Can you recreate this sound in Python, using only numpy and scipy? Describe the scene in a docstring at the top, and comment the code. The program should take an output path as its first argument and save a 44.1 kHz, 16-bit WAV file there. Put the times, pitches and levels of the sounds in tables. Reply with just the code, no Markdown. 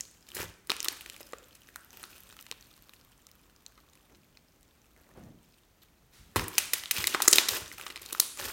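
"""Kneading sticky slime

Hands squeeze, stretch and fold a big lump of slime on a wooden table, close to the microphone in a small room.
Air pockets burst as a torn film plus a ringing cavity; tiny bubbles crackle as clumped, pitched clicks.
Fingers squelch through coloured bubble noise; low thumps and bumps ring the table's low modes.
Pulled into a thin sheet the slime falls almost silent, amid soft low rustles, perhaps of clothing or a chair;
then it swishes down and is squeezed until the trapped air pops."""
import sys
import numpy as np
from scipy import signal
from scipy.fft import rfft, irfft, next_fast_len
from scipy.io import wavfile
from scipy.ndimage import uniform_filter1d

SR = 44100
rng = np.random.default_rng(int(sys.argv[2]) if len(sys.argv) > 2 else 0)


def unload_wav(signal):
    """Save mono or channel-first audio to the path in sys.argv[1] as 16-bit WAV at rate SR, clipped to [-1, 1]."""
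    wavfile.write(
        sys.argv[1],
        SR,
        np.round(np.clip(np.atleast_2d(signal).T, -1, 1) * 32767).astype(np.int16),
    )


N = 375732   # samples


def from_db(db):
    """Amplitude gain from decibels."""
    return 10 ** (np.asarray(db) / 20)


def rms_one(x):
    """Normalise the mean power: scale to rms 1."""
    return x / np.sqrt(np.mean(x ** 2) + 1e-20)


def unit_energy(x):
    """Normalise the total energy to that of a unit click."""
    return x / np.sqrt(np.sum(x ** 2) + 1e-20)


def in_time(rows):
    """Linear interpolation in time: one curve for each column after the first."""
    s, *columns = np.transpose(rows)
    return [np.interp(np.arange(N) / SR, s, column) for column in columns]


def at_hz(points, hz):
    """Interpolation on a log-frequency axis."""
    f, value = np.transpose(points)
    return np.interp(np.log(np.maximum(hz, 1)), np.log(f), value)


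def add(out, start_s, sound):
    """Superposition: mix a sound in at its start time."""
    i = max(round(start_s * SR), 0)
    out[i:i + len(sound)] += sound[:N - i]


def drift(knots_per_s):
    """Slow random modulation: interpolated Gaussian knots, rms 1."""
    knots = rng.standard_normal(N // 40)
    return rms_one(np.interp(np.arange(N) / SR * knots_per_s, np.arange(len(knots)), knots))


def resonate(x, hz, q):
    """Damped resonance: a two-pole band-pass with gain 1 at its peak."""
    w = 2 * np.pi * min(hz, .45 * SR) / SR
    a = np.sin(w) / (2 * max(q, .2))
    return signal.lfilter([a, 0, -a], [1 + a, -2 * np.cos(w), 1 - a], x + 1e-18)


def colour(x, spectrum):
    """Causal minimum-phase filtering: folding the cepstrum onto positive time gives the phase; rms 1."""
    size = 2 * next_fast_len(N // 2 + 4096)
    gain = from_db(at_hz(spectrum, np.arange(size // 2 + 1) * SR / size))
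    cepstrum = irfft(np.log(gain))
    cepstrum[size // 2:] = 0
    response = np.exp(2 * rfft(cepstrum))
    return rms_one(irfft(rfft(x, size) * response)[:N])


def hiss(spectrum):
    """Stationary coloured noise, rms 1."""
    return colour(rng.standard_normal(N), spectrum)


def swells(rows, rise_db_per_s, fall_db_per_s):
    """Incoherent addition of gestures (start_s, hold_s, level_db) that rise up to start_s, hold and fade."""
    t, power = np.arange(N) / SR, 1e-14
    for start_s, hold_s, level_db in rows:
        before = rise_db_per_s * np.maximum(start_s - t, 0)
        after = fall_db_per_s * np.maximum(t - start_s - hold_s, 0)
        power = power + from_db(level_db - np.minimum(before + after, 100)) ** 2
    return np.sqrt(power)


def microbubbles(per_s, spread_db, clump_db, low_hz, high_hz, q, snap):
    """Clustered random arrivals: each tiny bubble bursts with a snap and rings at one of 20 pitches."""
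    chance = per_s * from_db(clump_db * drift(70)) / SR
    born = rng.random(N) < chance
    loudness = from_db(spread_db * np.minimum(rng.exponential(1, N), 4))
    clicks = born * loudness * rng.choice([-1, 1], N)
    pitches = np.geomspace(low_hz, high_hz, 20)
    dealt = rng.integers(0, len(pitches), N)
    rings = rms_one(sum(resonate(clicks * (dealt == k), hz, q) for k, hz in enumerate(pitches)))
    grains = rings + snap * rms_one(clicks)
    # even out the level over about 70 ms, so that only the texture is left
    return grains / np.sqrt(uniform_filter1d(grains ** 2, size=3000) + 1e-6)


# Shape of the background hiss and rumble. Columns: frequency_hz, relative_db_per_hz
FLOOR_SPECTRUM = [(15, -37), (25, 13), (59, -0.5), (166, -2), (531, -10), (1290, -14.5), (4250, -20.5),
                  (5140, -22.5), (6210, -21), (11000, -27), (12500, -24), (16000, -23.5)]


def background(level_db=-64.5):
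    """Stationary noise: a faint hiss over a stronger low rumble."""
    return from_db(level_db) * hiss(FLOOR_SPECTRUM)


# Decay of the room. Columns: frequency_hz, t60_s
REVERB_TIME = [(150, 0.84), (530, .5), (1400, 0.72), (3700, 0.51), (9700, 0.67), (16000, 0.1)]
# Strength of the room's echo. Columns: frequency_hz, level_db
REVERB_LEVEL = [(100, -15.5), (400, -5), (1400, -7.5), (3700, -6.5), (7000, -9.5), (11000, -9.5),
                (16000, -18)]


def room(x, build_s=0.00057):
    """Diffuse reverberation: noise bands decay exponentially, the highest treble fastest."""
    t = np.arange(SR * 3 // 4) / SR
    edges = np.geomspace(60, 17000, 13)
    white, response = rng.standard_normal((2, len(t))), 0
    for k, (low, high) in enumerate(zip(edges, edges[1:])):
        hz = np.sqrt(low * high)
        # neighbouring bands draw on different noise
        band = signal.sosfilt(signal.butter(2, [low, high], "band", fs=SR, output="sos"), white[k % 2])
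        decay = from_db(-60 * t / at_hz(REVERB_TIME, hz))
        tail = unit_energy(band * decay * (1 - np.exp(-t / build_s)))
        share = np.sqrt(2 * (high - low) / SR)   # of white noise in this band
        response = response + from_db(at_hz(REVERB_LEVEL, hz)) * share * tail
    return signal.fftconvolve(x, response)[:N]


def near_scatter(x, level_db=-9.0, spread_s=0.0016, lowest_hz=1500):
    """Early scattering: hands and table throw the short waves back within a few milliseconds."""
    t = np.arange(2048) / SR
    bounces = unit_energy(rng.standard_normal(len(t)) * t * np.exp(-2 * t / spread_s))
    bounces = signal.sosfilt(signal.butter(2, lowest_hz, "high", fs=SR, output="sos"), bounces)
    return from_db(level_db) * signal.fftconvolve(x, bounces)[:N]


# Dull noise of moving hands. Columns: frequency_hz, relative_db_per_hz
SHUFFLE_SPECTRUM = [(25, -9), (55, 7), (100, -3), (170, -5.5), (300, -5), (500, -20.5), (1000, -29)]


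def shuffling(squelch_level, level_db=-65, medium_squelch_db=-57.5, follows=0.27):
    """Friction noise: dull movement of the hands follows a share of the squelch's swing in dB."""
    swing_db = squelch_level - medium_squelch_db
    return from_db(level_db + follows * swing_db) * hiss(SHUFFLE_SPECTRUM)


# Soft low rustles, perhaps of clothing or a chair. Columns: start_s, hold_s, level_db
SOFT_RUSTLES = [(4.15, 0.0056, -63.5), (5.206, 0.1, -51)]
# Low rumble. Columns: frequency_hz, relative_db_per_hz
RUMBLE_SPECTRUM = [(35, -6), (80, -4), (180, 2), (280, 0), (450, -13.5), (750, -19), (1400, -56)]
# Brighter rustle. Columns: frequency_hz, relative_db_per_hz
RUSTLE_SPECTRUM = [(150, 6.5), (400, 5.5), (750, 3), (1200, -6), (2000, -10), (4500, -21), (12000, -43)]


def soft_rustling(rise_db_per_s=227, rumble_fall_db_per_s=130, rustle_fall_db_per_s=220,
                  rustle_db=-5, rustle_lead_s=0.046, flutter_db=4.5):
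    """Friction noise of soft movement: a brighter rustle leads and dies before a low rumble."""
    rumble = swells(SOFT_RUSTLES, rise_db_per_s, rumble_fall_db_per_s)
    ahead = [(s - rustle_lead_s, hold_s, db + rustle_db) for s, hold_s, db in SOFT_RUSTLES]
    rustle = swells(ahead, rise_db_per_s, rustle_fall_db_per_s) * from_db(flutter_db * drift(90))
    return rumble * hiss(RUMBLE_SPECTRUM) + rustle * hiss(RUSTLE_SPECTRUM)


# Fall of the sheet through the air. Columns: start_s, hold_s, level_db
SHEET_FALLS = [(6.135, 0.059, -53)]
# Noise of the moving air. Columns: frequency_hz, relative_db_per_hz
SWISH_SPECTRUM = [(35, 25), (80, 20), (200, 12), (500, -6), (1500, 0.5), (4000, -0.5), (9000, -5),
                  (16000, -10)]


def falling(rise_db_per_s=900, fall_db_per_s=80, push_hz=500, push_lag_s=.055):
    """Flow noise: the dropping sheet swishes at once; the deep push of air follows as it nears the table."""
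    t, swish = np.arange(N) / SR, hiss(SWISH_SPECTRUM)
    gain = swells(SHEET_FALLS, rise_db_per_s, fall_db_per_s)
    deep = signal.sosfilt(signal.butter(3, push_hz, "low", fs=SR, output="sos"), swish)
    bright = signal.sosfilt(signal.butter(3, push_hz, "high", fs=SR, output="sos"), swish)
    late_gain = np.interp(t - push_lag_s, t, gain)
    return gain * bright + late_gain * deep


# A long stretch makes the thinning sheet creak. Columns: start_s, hold_s, level_db
LONG_STRETCHES = [(2.8, 1.18, -76.5)]


def straining(rise_db_per_s=80, fall_db_per_s=70):
    """Fracture noise: strands give way inside the stretched sheet, all at much the same pitch."""
    strands = microbubbles(per_s=450, spread_db=9.0, clump_db=3.5, low_hz=980, high_hz=1410, q=9.0, snap=.05)
    return swells(LONG_STRETCHES, rise_db_per_s, fall_db_per_s) * strands


# Low thumps and bumps on the table. Columns: start_s, level_db, contact_ms
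THUMPS = [(0.361, -41, 2.5), (0.396, -37.5, 1.8), (0.446, -37, 2.6), (0.486, -38, 4.3), (6.361, -25, 0.89),
          (6.368, -16.5, 4.6), (6.396, -31.5, 1.4), (6.427, -33, 2.2), (6.985, -37, 1.6), (7.516, -44, 3.0),
          (7.618, -37.5, 2.6), (7.737, -57.5, 1.1), (8.41, -39, 3.2), (8.462, -30, 7)]
# Modes of the table under the slime. Columns: pitch_hz, typical_level_db, t60_s
TABLE_MODES = [(55, -13.5, .25), (74.8, -14, 0.23), (98.2, -1, 0.13), (167, 0.5, 0.12), (227.5, -11, 0.21),
               (307, -6, 0.12), (392, -21, .07)]


def table_thumps():
    """Modal excitation: each push rings the table's low modes; longer contacts sound duller."""
    out, t = np.zeros(N), np.arange(SR // 2) / SR
    for start_s, level_db, contact_ms in THUMPS:
        push = t * np.exp(-t * 2000 / max(contact_ms, .2))
        ring = 0
        for hz, mode_db, t60_s in TABLE_MODES:
            decay = from_db(mode_db + rng.normal(0, 3.3) - 60 * t / t60_s)   # each thump weights the modes anew
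            ring = ring + decay * np.cos(2 * np.pi * hz * t)
        add(out, start_s, from_db(level_db) * signal.fftconvolve(ring, push / push.sum())[:len(t)])
    return out


# Fingers press, squeeze or peel. Columns: start_s, hold_s, relative_squelch_db, relative_crackle_db
FINGER_STROKES = [(0.357, 0.044, -51, -48), (0.398, 0.0099, -37, -38.5), (0.718, .01, -46, -51),
                  (0.858, 0.074, -49, -56), (1.933, .09, -58.5, -53.5), (2.115, .06, -64, -54.5),
                  (2.252, .14, -65, -59), (2.53, .05, -72, -77), (4.964, 0.15, -66, -81),
                  (5.18, 0.078, -70, -67.5), (5.43, 0.19, -79, -69.5), (5.826, 0.0082, -68, -61.5),
                  (6.395, 0.0052, -36.5, -38.5), (6.537, 0.098, -53, -46), (6.75, 0.03, -52, -41),
                  (6.957, 0.064, -40, -35.5), (7.102, .03, -46, -39), (7.228, 0.024, -42, -37),
                  (7.341, 0.053, -40, -30.5), (7.504, 0.061, -38.5, -34.5), (7.795, 0.076, -50.5, -51.5),
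                  (8.03, 0.15, -56, -50), (8.212, 0.027, -49.5, -55), (8.394, 0.102, -41.5, -39)]
# Level of the idle crackle between strokes. Columns: time_s, relative_crackle_db
IDLE_CRACKLE = [(0, -57), (.2, -69), (.33, -54.5), (.6, -78), (.8, -55), (1.2, -55.5), (1.5, -63.5),
                (2.6, -59.5), (3.2, -68), (4.1, -70), (4.45, -74.5), (4.85, -71), (5.35, -78), (6.2, -80),
                (6.5, -57.5), (7.7, -52.5), (8.0, -58.5), (8.5, -62)]


def effort(press_db_per_s=544, let_go_db_per_s=280, idle_squelch_db=-4.5):
    """Power addition of finger strokes and idle crackle: levels in dB of squelch and crackle."""
    idle, = in_time(IDLE_CRACKLE)
    wet_rows = [(s, hold_s, wet_db) for s, hold_s, wet_db, _ in FINGER_STROKES]
    fine_rows = [(s, hold_s, fine_db) for s, hold_s, _, fine_db in FINGER_STROKES]
    wet = swells(wet_rows, press_db_per_s, let_go_db_per_s)
    fine = swells(fine_rows, press_db_per_s, let_go_db_per_s)
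    squelch_level = 20 * np.log10(np.hypot(wet, from_db(idle + idle_squelch_db)))
    crackle_level = 20 * np.log10(np.hypot(fine, from_db(idle)))
    return squelch_level, crackle_level


# Wet squelch. Columns: frequency_hz, relative_db_per_hz
SQUELCH_SPECTRUM = [(120, -13), (250, 4), (400, 1.5), (750, -5), (1200, -0.5), (2000, 0), (2800, -21),
                    (5000, -13)]
# Fine crackle. Columns: frequency_hz, relative_db_per_hz
CRACKLE_SPECTRUM = [(1300, -60.5), (2300, 4.5), (3200, 6.5), (4500, 2.5), (7000, 0), (9000, -1.5),
                    (11000, -5), (13000, 3.5), (16000, -3)]


def kneading(squelch_level, crackle_level, squelch_db=-2.0, crackle_db=-2.0, wet=0.7):
    """Event density: light touches free single bubbles, firm fingers a dense, sticky fizz; skin rubs beneath."""
    firm = np.clip((crackle_level + 55.5) / 18, 0.05, .95)
    sparse = microbubbles(per_s=500, spread_db=6.5, clump_db=6.0, low_hz=540, high_hz=14500, q=12.0, snap=0.99)
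    dense = microbubbles(per_s=3000, spread_db=3.8, clump_db=4.5, low_hz=350, high_hz=14500, q=4.0, snap=.35)
    rub = .45 * rng.standard_normal(N)
    grains = np.sqrt(1 - firm) * sparse + np.sqrt(firm) * dense + rub
    # larger, wetter bubbles make the squelch lumpy
    blips = microbubbles(per_s=300, spread_db=1.0, clump_db=3.0, low_hz=359, high_hz=3500, q=6.4, snap=0.045)
    squelch = rms_one(colour(grains, SQUELCH_SPECTRUM) + wet * colour(blips, SQUELCH_SPECTRUM))
    crackle = colour(grains, CRACKLE_SPECTRUM)
    return from_db(squelch_level + squelch_db) * squelch + from_db(crackle_level + crackle_db) * crackle


# Air pockets big enough to be heard singly; the thump is that of the lump around them. Columns: start_s,
# relative_tear_ms, film_db, film_hz, film_q, relative_pocket_db, pocket_hz, relative_thump_db
AIR_POCKETS = [(0.008, 0.93, -7.5, 6600, 4, -42, 4540, -55),
               (0.2875, 2.6, -25, 6000, 0.49, -35.5, 2730, -60),
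               (0.3477, 17, -11, 10900, .57, -42, 1920, -26),
               (0.3675, 6, -14.5, 4030, 0.22, -18.5, 1700, -15),
               (0.4015, 3.7, -27, 1900, .8, -36, 1120, -15), (0.4301, 0.29, -18, 6100, .64, -26, 870, -16),
               (0.6721, .5, -27, 12000, .53, -37, 5000, -60), (0.6974, 0.16, -7, 1390, 1.3, -25, 450, -11),
               (0.7027, 0.65, -0.5, 3900, 1.4, -11, 1200, -16),
               (0.7178, 0.17, -7.5, 1430, 1.6, -8, 2520, -44),
               (0.7665, .3, -17, 4000, 0.58, -32, 3210, -46),
               (0.804, 0.19, -7.5, 5940, 4.4, -16, 2960, -28),
               (0.829, .2, -13, 13400, 0.37, -19, 5430, -36),
               (0.8454, 1.2, -6, 10700, 0.24, -19, 3070, -43), (0.8543, .3, -16, 10400, .5, -15, 3550, -26),
               (0.8604, .8, -27, 1100, .5, -17, 1250, -26),
               (0.8844, 0.39, -1.5, 4560, 0.46, -10, 4300, -15),
               (1.0097, .3, -22.5, 13400, 3.3, -21.5, 2780, -43),
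               (1.061, 1.2, -20, 1890, 0.73, -33, 2330, -27.5),
               (1.0991, 0.31, -19, 5230, 0.52, -20.5, 3060, -44),
               (1.1643, 0.46, -26.5, 8900, .31, -29, 2380, -47),
               (1.2065, 1.8, -26, 4000, 0.44, -24, 560, -29),
               (1.2125, 0.24, -24, 13400, 2.3, -31, 2650, -25),
               (1.3333, 1.6, -15.5, 1240, 3.7, -14.5, 510, -22.5),
               (1.5508, 2.7, -27, 7500, 0.55, -50, 2970, -47),
               (1.6883, 2.5, -37, 9400, 1.1, -29, 1670, -32),
               (1.7596, 0.44, -17, 13300, 0.41, -17, 1470, -55),
               (2.0299, 0.26, -20, 10100, 3.1, -28, 1410, -53), (2.0383, 2, -20, 3880, 1.6, -21, 1430, -32),
               (2.2039, 1.0, -27, 13400, 3.6, -50, 1430, -57),
               (2.326, 0.48, -30, 4400, 1.1, -36, 1350, -50), (2.3902, 3.8, -31, 1800, 2.2, -26, 2950, -57),
               (2.4106, .6, -24.5, 13300, 0.41, -59, 450, -60),
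               (2.4254, 0.43, -26, 7500, 0.71, -48, 1040, -58),
               (2.4657, 1.2, -25.5, 1700, 0.71, -40, 2680, -44),
               (2.5137, 0.077, -10.5, 2530, 1.6, -26, 460, -48),
               (2.523, 1.6, -25, 2500, 0.83, -27, 1030, -40), (2.8942, .42, -30, 2970, 2.7, -40, 1150, -38),
               (2.9357, 9.4, -29.5, 13400, 0.19, -31.5, 2710, -62),
               (3.2684, 0.22, -27, 7200, 2.5, -42, 1190, -59),
               (3.3148, .2, -33, 13400, 0.64, -39, 5200, -49),
               (3.6637, 0.16, -23, 6100, 5, -23.5, 4350, -58), (3.777, 4.5, -31, 1150, 2.2, -44, 3220, -35),
               (3.934, .4, -36, 5500, 0.77, -46, 2500, -60), (3.954, .4, -36, 4500, .76, -43, 2300, -60),
               (4.148, 2.5, -35.5, 1700, .6, -52, 2800, -40),
               (4.3723, 0.88, -33, 2360, 4.8, -32.5, 4360, -54),
               (4.63, 0.36, -38, 10000, .6, -55, 5970, -60), (6.3604, 7.3, -4, 7600, 0.15, -4, 1050, 3),
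               (6.365, 6.6, -4, 2480, 1.1, -5.5, 980, -28), (6.3953, 1.1, -8.5, 2400, 1, -13, 1030, -21),
               (6.4315, 2.8, -28, 2500, 0.85, -29, 1120, -32),
               (6.4815, 3.4, -10.5, 11400, 1.2, -24, 2500, -34),
               (6.5812, 2.3, 8, 5800, 0.31, -8.5, 2540, -27),
               (6.7344, 2.25, 4.5, 8160, 0.2, -11.5, 2100, -22),
               (6.8366, 1.2, -18.5, 1760, 1.2, -18, 3180, -46),
               (6.8579, .3, -28, 1500, 3.1, -14, 3380, -47), (6.9109, 2.8, 3.5, 8560, 0.27, -9, 2460, -40),
               (6.9745, 1.9, -11, 2500, 1.2, -15, 1530, -36), (6.9825, .6, -13, 3500, 1.0, -14, 2300, -23),
               (7.0419, .2, -7.5, 4130, 2, -6, 2110, -18), (7.0709, 1.7, 3, 5900, 0.71, -21, 650, -32),
               (7.078, .2, -5.5, 5370, 0.29, -22, 1200, -23),
               (7.1415, .28, -9.5, 3500, 3.7, -16, 1340, -17), (7.147, 3.4, 0.5, 1080, 2.3, -7.5, 1460, -3),
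               (7.2027, 1.7, -6, 1290, 2.6, -12, 840, -41), (7.2209, 1.8, 3.5, 7100, 0.7, -20, 1750, -33),
               (7.2555, 1.5, -21, 1500, 1.5, -15, 900, -31), (7.2782, 1.7, 10, 7060, 7.8, -1, 1320, -15),
               (7.2808, 1.8, 11, 9400, 0.58, -5.5, 1960, 0), (7.3114, 1.7, -1, 9300, 1.5, -30, 1300, -31),
               (7.3295, 0.47, 9.5, 6660, 1.9, 1, 3250, -7), (7.3316, 1, 9.5, 4700, 2.9, -14, 940, -4.5),
               (7.3581, 2, 4, 10100, .35, -19, 1710, -10), (7.384, 0.98, 7.5, 1680, .67, 0.5, 3760, -11),
               (7.4863, 2.3, 2.5, 4630, 0.61, -14, 5600, -17),
               (7.716, .8, -44, 6800, 3.3, -20.5, 2030, -35),
               (7.7255, 3.3, -20.5, 13500, 0.26, -43, 1730, -43),
               (7.782, 1.3, -23, 10900, 0.36, -22.5, 2650, -54),
               (7.7974, 3.2, -26, 6900, 2.3, -19.5, 1420, -39),
               (7.8124, 0.31, -23, 10400, 3.3, -18, 2650, -39),
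               (7.8655, 2.1, -14, 2470, 1.5, -18.5, 1220, -37),
               (7.902, 3.8, -16, 2400, 1.2, -25, 1410, -22), (7.9597, .3, -16, 2140, 2.8, -26, 3760, -50),
               (7.966, 2.6, -21, 1400, .83, -23, 4290, -40),
               (7.9758, 0.21, -21.5, 2880, 1.5, -33, 1200, -32),
               (8.0168, 3.5, -20, 9400, .9, -46, 1750, -27), (8.061, 2.1, -20, 5800, 1.3, -25, 4160, -31),
               (8.1254, 2.8, -12.5, 8300, 0.62, -24, 1110, -25),
               (8.1288, 3, -7, 13400, 0.43, -23, 3930, -17), (8.1495, 3.8, -22, 12400, 3.3, -12, 1320, -46),
               (8.1988, 0.31, 3.5, 6030, 1.3, -13, 1080, -15),
               (8.2012, 0.23, 10.5, 10900, 1.17, -2, 4400, -31), (8.398, 5, -16, 2500, 0.41, -20, 555, -21)]


def pops(film_db=0.0, pocket_db=1.0, thump_db=-2.5, first_snap=0.54, tear_scale=1.51, ragged_db=6.5,
         pocket_q=5.3, lump_hz=375, lump_q=3.15, count=4):
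    """Cavity resonance: the film snaps and rips, the opened pocket rings and the lump thumps.
    Returns the sound aimed at the microphone and the sound radiated all round from a few spots on the slime."""
    aimed, spots, t = np.zeros(N), np.zeros((count, N)), np.arange(2048) / SR
    click = 1. * (t == 0)
    lump = unit_energy(resonate(click, lump_hz, lump_q))
    for k, row in enumerate(AIR_POCKETS):
        start_s, tear_ms, film_level, film_hz, film_q, pocket_level, pocket_hz, thump_level = row
        tear_ms = max(tear_ms, .1)
        grain, knots = rng.standard_normal((2, len(t)))
        fits = np.interp(np.arange(len(t)) / 20, np.arange(len(t)), knots)   # the rip goes in fits and starts
        fade = np.exp(-t * 1000 / (tear_scale * tear_ms))
        rip = np.sqrt(tear_ms) * unit_energy(grain * from_db(ragged_db * fits) * fade)
        tear = first_snap * click + rip   # a short tear is little more than one clean snap
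        pocket = from_db(pocket_level + pocket_db) * unit_energy(resonate(click, pocket_hz, pocket_q))
        hollow = pocket + from_db(thump_level + thump_db) * lump
        # summed over all directions, the rip's ragged spectrum evens out
        for out, push in (aimed, tear), (spots[k % count], click):
            film = from_db(film_level + film_db) * unit_energy(resonate(push, film_hz, film_q))
            add(out, start_s, hollow + film)
    return aimed, spots


# Share of the sound that reaches the room, lower while the slime is lifted close to the microphone.
# Columns: time_s, level_db
ROOM_SHARE = [(0, -2.5), (1.4, -2), (2.0, 3), (2.5, -7.5), (5.8, -6), (6.35, 1), (8.52, -1.5)]


def scene():
    """Superposition of direct and reflected sound: each spot reaches the walls by paths of its own."""
    squelch_level, crackle_level = effort()
    aimed, spots = pops()
    body = kneading(squelch_level, crackle_level) + straining() + table_thumps()
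    far = from_db(in_time(ROOM_SHARE)[0])
    echoes = near_scatter(aimed) + sum(room(x * far) for x in [body, *spots])
    movement = shuffling(squelch_level) + soft_rustling() + falling()
    return (aimed + body + echoes + movement + background())[None]


def record(dry, low_cut_hz=40, cutoff_hz=16200):
    """Band limiting and overload: deepest rumble removed, peaks beyond full scale clipped, top cut."""
    lean = signal.sosfilt(signal.butter(4, low_cut_hz, "high", fs=SR, output="sos"), dry)
    clipped = np.clip(lean, -1, 1)
    return signal.sosfilt(signal.ellip(10, .2, 80, cutoff_hz, fs=SR, output="sos"), clipped)


dry = scene()
out = record(dry)
unload_wav(out)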